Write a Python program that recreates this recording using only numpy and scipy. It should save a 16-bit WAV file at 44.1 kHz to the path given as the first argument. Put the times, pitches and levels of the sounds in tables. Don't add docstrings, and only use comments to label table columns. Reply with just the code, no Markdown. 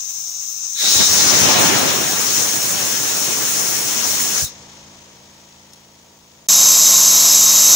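import sys
import numpy as np
from scipy import signal
from scipy.fft import rfft, irfft
from scipy.io import wavfile
from scipy.ndimage import uniform_filter1d, map_coordinates

SR = 44100
rng = np.random.default_rng(int(sys.argv[2]) if len(sys.argv) > 2 else 0)


def persist_wave(psi):
    counts = np.round(np.clip(psi, -1, 1) * 32767).astype(np.int16)
    wavfile.write(sys.argv[1], SR, np.atleast_2d(counts).T)


def gain_from_decibels(decibels):
    exponent = np.asarray(decibels, float) / 20
    return 10 ** exponent


N = 341775
T = np.arange(N) / SR
HZ = np.maximum(np.arange(N // 2 + 1) * SR / N, 1)
SIMMER_ENDS_S, WIDE_ENDS_S = 0.79, 6.4712


def shape(table):
    return np.interp(np.log(HZ), np.log(np.array(table)[:, 0]), np.array(table)[:, 1])


def joined(low, high, hz):
    low_db, high_db, at = shape(low), shape(high), int(hz * N / SR)
    return gain_from_decibels(np.where(HZ < hz, low_db, high_db + low_db[at] - high_db[at]))


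def ring(hz, width_hz):
    return 1 / (1 + 1j * (HZ / hz - hz / HZ) * hz / width_hz)


def walk(rate_hz):
    hold = int(SR / rate_hz)
    steps = np.repeat(rng.standard_normal(N // hold + 1), hold)
    return 1.305 * uniform_filter1d(uniform_filter1d(steps, hold), hold)[:N]


def swells(table):
    return sum(db * np.exp(-((T - s) / half_s) ** 2) for s, half_s, db in table)


def valve(start_s, full_s, cut_s, db_per_s):
    opening = np.clip((T - start_s) / (full_s - start_s), 0, 1) ** 1.2
    return opening * gain_from_decibels(-db_per_s * np.maximum(T - cut_s, 0))


def sag(start_s, db, tau_s):
    return db * np.exp(-np.maximum(T - start_s, 0) / tau_s)


def band_rms(spectrum, lo_hz, hi_hz):
    mid = spectrum.mean(axis=0)[(HZ > lo_hz) & (HZ < hi_hz)]
    return np.sqrt(2 * np.sum(abs(mid) ** 2)) / N


def port_noise(shadow, bass_alike_hz=1):
    # frequency in Hz, left minus right in dB.
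    housing = [(40, 4.87), (150, 1), (1000, 0.3), (3800, 2.8), (4700, 1.9), (5300, 10), (6100, 13.97),
               (6350, 5), (7200, 0.1), (8500, -2), (10500, 0.03), (12300, 3.97), (14000, 0), (16000, 0.2)]
    # frequency in Hz, likeness of the ports (0-1).
    likeness = [(40, 0), (2000, 0.067), (3500, 0.0023), (5200, 0.28), (6300, 0.3), (8000, 0.041),
                (16000, 0.002)]
    lag_samples = 8
    shared, left, right = rfft(rng.standard_normal((3, N)))
    alike = np.clip(shape(likeness) + 1 / (1 + (HZ / bass_alike_hz) ** 2), 0, 1)
    late = np.exp(-2j * np.pi * HZ * lag_samples / SR)
    pair = np.sqrt(alike) * shared * np.array([late ** 0, late])
    pair = pair + np.sqrt(1 - alike) * np.array([left, right])
    tilt = gain_from_decibels(shadow * shape(housing))
    return pair * np.array([tilt, tilt ** 0]) / np.sqrt(1 + tilt ** 2)


def patchy(x):
    patch_db, patch_octaves, patch_s = 1.8, .3, .03
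    hz, s, z = signal.stft(x, SR, nperseg=1024)
    rows = np.log2(np.maximum(hz, 40) / 40) / patch_octaves
    columns = s / patch_s
    field = rng.standard_normal((int(rows[-1]) + 2, int(columns[-1]) + 2))
    db = patch_db * map_coordinates(field, np.meshgrid(rows, columns, indexing="ij"), order=1)
    return signal.istft(z * gain_from_decibels(db * (hz[:, None] < 5000)), SR)[1][:, :N]


def camera_gain():
    ducked_db, settled_db, overshoot_db, settle_s = -10.5, -4, 8, 0.91
    recovers_s = (4.25, 4.6)
    free_db = settled_db + sag(recovers_s[1], overshoot_db, settle_s)
    return gain_from_decibels(ducked_db + (free_db - ducked_db) * np.interp(T, recovers_s, [0, 1]))


def yard():
    # frequency in Hz, level in dB per Hz.
    yard_air = [(24, -20), (60, -2), (110, 0), (200, -4), (340, -3), (480, 4), (620, 2), (800, -4),
                (1000, -3), (1500, -12), (2500, -30)]
    air = port_noise(.2, 430) * gain_from_decibels(shape(yard_air))
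    return irfft(air, N) / band_rms(air, 20, 3000) * gain_from_decibels(-56 + walk(6))


def compressor(shaft_hz, orders, gain_db):
    phase = 2 * np.pi * np.cumsum(shaft_hz * (1 + .0005 * walk(1.5))) / SR
    order = np.transpose(orders)[0]
    start = np.where(order < 13, -1.35 * order ** 2, 2 * np.pi * rng.random(len(orders)))
    lines = sum(np.sqrt(2) * gain_from_decibels(db) * np.sin(k * phase + p) for (k, db), p in zip(orders, start))
    return lines * gain_from_decibels(gain_db + .5 * walk(6.6)), phase


def draught():
    air = port_noise(1.5) * ring(105, 160) ** 2
    return irfft(air, N) / band_rms(air, 20, 3000) * gain_from_decibels(-65 + 2 * walk(6.6)) * (T < SIMMER_ENDS_S)


def knocks():
    # time in seconds, left peak, right peak (full scale 1), pitch in Hz.
    puffs = [(.9655, .13, .03, 110), (.99, .08, 0, 100), (1.009, .3, -.15, 230), (1.106, .07, 0, 110),
             (1.116, .09, 0, 120), (1.144, .08, 0, 100), (1.172, .07, 0, 110), (1.272, .1, 0, 120),
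             (1.4175, -.3, 0, 300), (1.4325, .35, 0, 220), (1.4455, .5, .1, 350), (4.4292, .13, 0, 130),
             (4.4432, .16, 0, 115), (4.461, .03, 0, 90)]
    # time in seconds, level in dB, T60 in seconds.
    ticks = [
        (5.733, -35, .04),
        (5.76, -46, .015),
        (5.767, -47, .015),
    ]
    out = np.zeros((2, N))
    for s, left, right, hz in puffs:
        turn = 4 * hz * (T - s)
        out -= turn * np.exp((1 - turn ** 2) / 2) * np.array([[left], [right]])
    out = irfft(rfft(out) / (1 + (65 / HZ) ** 4), N)
    crack = irfft(port_noise(.4, 9000) * ring(6100, 5500) ** 2, N)
    for s, level_db, t60_s in ticks:
        out += crack / crack.std() * (T > s) * gain_from_decibels(level_db - 60 * np.maximum(T - s, 0) / t60_s)
    return out


def bleed(shaft_phase):
    # frequency in Hz, level in dB per Hz.
    bleed_air = [(620, -10), (1050, -5.5), (1350, -11), (1460, -8), (1790, -5), (2630, -5.5), (2850, -6),
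                 (3160, -3.5), (4650, -5.5), (6600, 1), (8500, -13.5), (11000, -46), (18700, -120)]
    bleed_top = [(4410, -30), (7500, 2), (8200, -5), (9840, -8), (10500, -9.5), (12400, -13), (13900, -12),
                 (14800, -9), (15700, 1)]
    # time in seconds, half length in seconds, swell in dB.
    hiccup = [
        (4.672, .012, -3),
    ]
    starts_s, settled_db, hiss_db = 4.46, -56, -51.5
    air = port_noise(0.87, 630) * joined(bleed_air, bleed_top, 8000)
    low = 1 / (1 + (HZ / 9500) ** 8)
    leak_db = settled_db + sag(starts_s, 12, 1.08) + sag(starts_s, -1, 0.084) + swells(hiccup)
    throb_db = 1.0 * np.cos(2 * shaft_phase + .3) + 0.67 * np.cos(shaft_phase + 1.2)
    leak = irfft(air * low, N) * gain_from_decibels(leak_db + throb_db + .5 * walk(14))
    hiss = irfft(air * (1 - low), N) * gain_from_decibels(hiss_db + throb_db / 2)
    return (leak + hiss) / band_rms(air, 1900, 6700) * (T > starts_s)


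def simmer():
    # frequency in Hz, level in dB per Hz.
    simmer_air = [(180, -75), (300, -56), (623, -34), (709, -30.5), (878, -34), (1070, -28.5), (1490, -31),
                  (1800, -31.5), (2840, -26), (3100, -29.5), (3900, -19.5), (4630, -27), (4970, -15.5),
                  (6250, -1.5), (9200, -28.5), (12000, -53), (20200, -120)]
    simmer_top = [(4940, -30), (8400, -4), (9010, -8), (9670, -13.5), (10800, -16.5), (12000, -15.5),
                  (13200, -5), (14400, -13), (15100, 2), (15700, -2.5)]
    # time in seconds, half length in seconds, swell in dB.
    spits = [
        (.1, .012, 3.5),
        (.16, .02, 0.5),
        (.27, 0.0089, 2.5),
        (.41, 0.026, 1.5),
        (.65, .025, 3.5),
        (.71, 0.025, 1.5),
    ]
    air = port_noise(1.9, 500) * joined(simmer_air, simmer_top, 8000)
    low = 1 / (1 + (HZ / 8800) ** 12)
    whistle = irfft(air * low, N) / band_rms(air, 4400, 6300)
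    whistle = whistle * gain_from_decibels(-31.5 + swells(spits) + .7 * walk(90))
    top = irfft(air * (1 - low), N) / band_rms(air, 8850, 14850)
    top = top * gain_from_decibels(-44.5 + 1.9 * walk(40) + 0.82 * walk(10))
    return (whistle + top) * gain_from_decibels(-300 * np.maximum(T - SIMMER_ENDS_S, 0))


def close_jet():
    # frequency in Hz, level in dB per Hz.
    near_air = [(24, -62), (40, -33), (189, -23), (331, -26), (664, -15.5), (889, -19.5), (1060, -15),
                (1630, -23), (2990, -17.5), (3500, -17), (3830, -11), (4690, -11), (6280, 0), (7690, -3.5),
                (8600, -23), (11200, -53), (18900, -120)]
    near_top = [(4710, -31), (8000, -4.5), (8390, -14.5), (10000, -20), (10400, -13.5), (10800, -10),
                (11200, -6.5), (11700, -1.5), (12200, -1), (13400, -14), (14600, -15), (14900, -20),
                (15700, -21)]
    # frequency in Hz, width in Hz, level in dB per Hz.
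    nozzle = [(966, 54, -21), (1062, 73, -17.5), (3835, 150, -10), (5210, 320, -8), (5770, 260, -9),
              (6230, 370, -2.5), (7050, 310, -5.5), (7644, 280, -4.5), (11060, 200, -20), (11700, 200, -20),
              (14300, 250, -21)]
    # frequency in Hz, width in Hz, depth (0-1).
    bench_dips = [(6700, 120, 0.4), (8200, 340, .4), (10200, 300, .6), (14600, 400, .6)]
    hiss = rfft(rng.standard_normal(N)) * joined(near_air, near_top, 8300)
    out = irfft(hiss * gain_from_decibels(-6) / (1 + .8 * abs(ring(220, 200)) ** 2), N)
    for hz, width_hz, db in nozzle:
        tone = rfft(rng.standard_normal(N)) * ring(hz, width_hz) ** 2 * gain_from_decibels(db)
        out += irfft(tone, N) * gain_from_decibels(walk(25))
    dips = np.prod([1 - depth * ring(hz, width_hz) for hz, width_hz, depth in bench_dips], axis=0)
    out = irfft(rfft(out) * dips, N)
    return out / out.std() * gain_from_decibels(-8.5 + .5 * walk(9.5))


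def throat_song():
    # start, full and cut in seconds, dying in dB per second, level in dB.
    throat = [
        (0.728, 0.83, 1.065, 300, -25),
        (4.426, 4.444, 4.47, 700, -37.5),
    ]
    song = port_noise(0.91) * ring(3845, 490) ** 2
    gain = sum(valve(*row) * gain_from_decibels(db) for *row, db in throat)
    return irfft(song, N) / band_rms(song, 3400, 3960) * gain


def blast():
    # frequency in Hz, level in dB per Hz.
    blast_air = [(18, -54), (30, -27), (49, -24), (102, 0), (149, 1.5), (262, 2), (622, 0.5), (721, 0),
                 (4600, -2.5), (5980, -34), (10100, -120)]
    blast_top = [(2350, -38), (4000, -3.5), (4690, -7.5), (5570, 0.5), (6660, 1), (7990, -9), (9760, -9.5),
                 (11100, -15.5), (13600, -15.5), (14900, -10), (15700, -0.5)]
    edges_hz = [1220, 4360, 6300]
    # time in seconds, arc heat in dB, plume washing over the camera in dB.
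    jet = [
        (.86, 10, 0),
        (1.2, 10.5, 5),
        (1.42, 8, 8.5),
        (1.66, 6.5, 10.5),
        (1.8, 0, 9.5),
        (2.02, -1.5, 4.5),
        (2.26, -0.5, 1),
        (2.8, -2, .5),
        (4.4, -1.5, -0.5),
    ]
    # cold level in dB, share of heat, share of wash, flicker in dB.
    regions = [
        (-35, 0.015, 1.2, 1.56),
        (-31.5, 0.16, 0.89, .4),
        (-21.5, 0.98, 0.0083, 1.8),
        (-28.5, 0.31, 0, 1.75),
    ]
    # start, full and cut in seconds, dying in dB per second.
    valve_rows = [
        (0.783, 0.89, 4.4, 240),
        (0.74, 0.865, 4.395, 210),
        (.75, 0.876, 4.43, 211),
        (0.71, 0.93, 4.445, 457),
    ]
    unsteady_db = [.4, .2, .5, .6]
    # time in seconds, half length in seconds, swell in dB.
    flares = [
        (1.62, .06, 0.5),
        (2.36, 0.048, 5),
        (2.44, 0.056, 3.5),
        (4.4, .03, 1.5),
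    ]
    # time in seconds, half length in seconds, swell in dB, share felt above the buffeting (0-1).
    gusts = [
        (.92, 0.046, -1, 0),
        (1.01, 0.018, 5, 1),
        (1.07, 0.018, -5, .7),
        (1.35, 0.033, 1, 0.2),
        (1.434, 0.028, 2.5, 0),
        (2.44, 0.067, 2.5, 0),
        (2.8, 0.09, 0.5, 0),
        (3.65, 0.058, 1.5, 0),
    ]
    air = port_noise(0.98) * joined(blast_air, blast_top, 4120)
    lows = [0] + [1 / (1 + (HZ / hz) ** 8) for hz in edges_hz] + [1]
    spans_hz = [(60, 700), (1000, 3200), (4800, 7500), (14600, 15700)]
    jet_s, heat, wash = np.transpose(jet)
    heat_db = np.interp(T, jet_s, heat) + swells(flares)
    wash_db = np.interp(T, jet_s, wash)
    bass_gust_db = swells([(s, half_s, db) for s, half_s, db, _ in gusts])
    upper_gust_db = swells([(s, half_s, db * share) for s, half_s, db, share in gusts])
    burning = np.clip(heat_db / 3.4, .3, 1.5)
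    out = 0
    for k, (cold_db, hot, washed, flicker_db) in enumerate(regions):
        own = np.array([walk(35), walk(35)])
        gust_db = upper_gust_db if k else bass_gust_db
        level_db = cold_db + hot * heat_db + washed * (wash_db + gust_db)
        level_db = level_db + unsteady_db[k] * burning * walk(29.65)
        region = irfft(air * (lows[k + 1] - lows[k]), N) / band_rms(air, *spans_hz[k])
        out = out + region * valve(*valve_rows[k]) * gain_from_decibels(level_db + flicker_db * own)
    return patchy(out) + throat_song()


def scene():
    # multiple of the shaft rate, level in dB rms.
    far_orders = [(2, -76.5), (3, -63.1), (5, -61.8), (6, -63.9), (7, -59.5), (8, -63.4), (9, -65.0),
                  (10, -70.5), (11, -67.9), (12, -65.3), (14, -72.8), (20, -68.4), (24, -68.9), (25, -70.7),
                  (28, -70.1), (30, -68.9), (31, -72.1), (32, -69.0), (33, -73.2), (34, -64.4), (35, -72.4),
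                  (39, -75.4), (41, -72.1), (42, -79.6), (44, -75.4), (46, -77.9), (47, -76.6), (48, -77.4),
                  (49, -79.6), (50, -79.9)]
    near_orders = [(3, -55.4), (4, -61.2), (5, -56.7), (6, -48.1), (7, -44.2), (8, -52.2), (9, -47.8),
                   (10, -51.5), (11, -57.6), (12, -57.4), (13, -57.5), (14, -57.1), (15, -58.1),
                   (16, -53.8), (30, -54.1), (41, -48.8), (44, -50.8), (46, -48.9)]
    close_starts_s, fade_in_s = 6.4862, .0015
    pump, phase = compressor(27.85, far_orders, .6)
    wide = (pump + yard()) * camera_gain() + draught() + knocks() + bleed(phase) + simmer() + blast()
    close = compressor(28.13, near_orders, 1.2)[0] + close_jet()
    return wide * (T < WIDE_ENDS_S) + close * np.clip((T - close_starts_s) / fade_in_s + .5, 0, 1)


def starve(x):
    # frequency in Hz, share of time the sum is lost, share the difference is lost (0-1).
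    starved = [(6200, 0, 0), (6900, 0, .5), (7300, 0, .8), (8600, 0, .6), (9900, .04, .45), (10700, .3, .3),
               (12000, .12, .3), (13200, .25, .3), (14200, .08, .55), (14800, 0, .6), (16000, 0, .7)]
    hz, s, z = signal.stft([x[0] + x[1], x[0] - x[1]], SR, nperseg=2048)
    in_close = s > WIDE_ENDS_S - .03
    quiet = s > 4.57
    local = np.sqrt(uniform_filter1d(abs(z) ** 2, size=32, axis=1) + 1e-14)
    peak = local.max(axis=(0, 1))
    loudness = peak / local[..., s < WIDE_ENDS_S - .03].max()
    under_db = 20 * np.log10(peak / local)
    dead_zone = np.clip((under_db - 8) / 22, .35, 1.45) * local

    luck = uniform_filter1d(rng.standard_normal((len(hz) // 24 + 1, len(s))), size=3, axis=1)
    luck = uniform_filter1d(luck, size=2, axis=0)
    rank = luck.ravel().argsort().argsort().reshape(luck.shape) / luck.size
    rank = np.repeat(rank, 24, axis=0)[:len(hz)]
    at_hz, *shares = np.transpose(starved)
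    lost_sum, lost_difference = (np.interp(hz, at_hz, share)[:, None] for share in shares)
    lost_difference = lost_difference + quiet * (lost_difference > 0) * .4
    lost_sum = lost_sum * np.where(quiet, .3 * (hz[:, None] > 11000), .5 + 2.5 * loudness)

    thin = .13 * np.outer((hz > 1700) & (hz < 3400), s < .8)
    thin = thin + .27 * np.outer((hz > 10800) & (hz < 14200), quiet)
    narrow = rng.random((len(hz) // 8 + 1, len(s) // 2 + 1))
    narrow = np.repeat(np.repeat(narrow, 8, axis=0), 2, axis=1)[:len(hz), :len(s)]

    keep = np.array([rank >= lost_sum, 1 - rank > lost_difference]) & (abs(z) > dead_zone)
    keep &= narrow > thin
    keep |= hz[:, None] < 1200
    keep[0] |= in_close
    mid, side = signal.istft(z * keep, SR)[1][:, :N] / 2
    return np.array([mid + side, mid - side])


def low_pass(x):
    return signal.sosfilt(signal.butter(12, 17130, fs=SR, output="sos"), x)


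def record(dry):
    bent = starve(np.tanh(dry))
    top_cut = np.sin(np.pi / 2 * np.clip((15780 - HZ) / 120, 0, 1)) ** 2
    mix = np.clip(irfft(rfft(bent) * top_cut, N), -1, 1)
    return low_pass(mix)


dry = scene()
out = record(dry)
persist_wave(out)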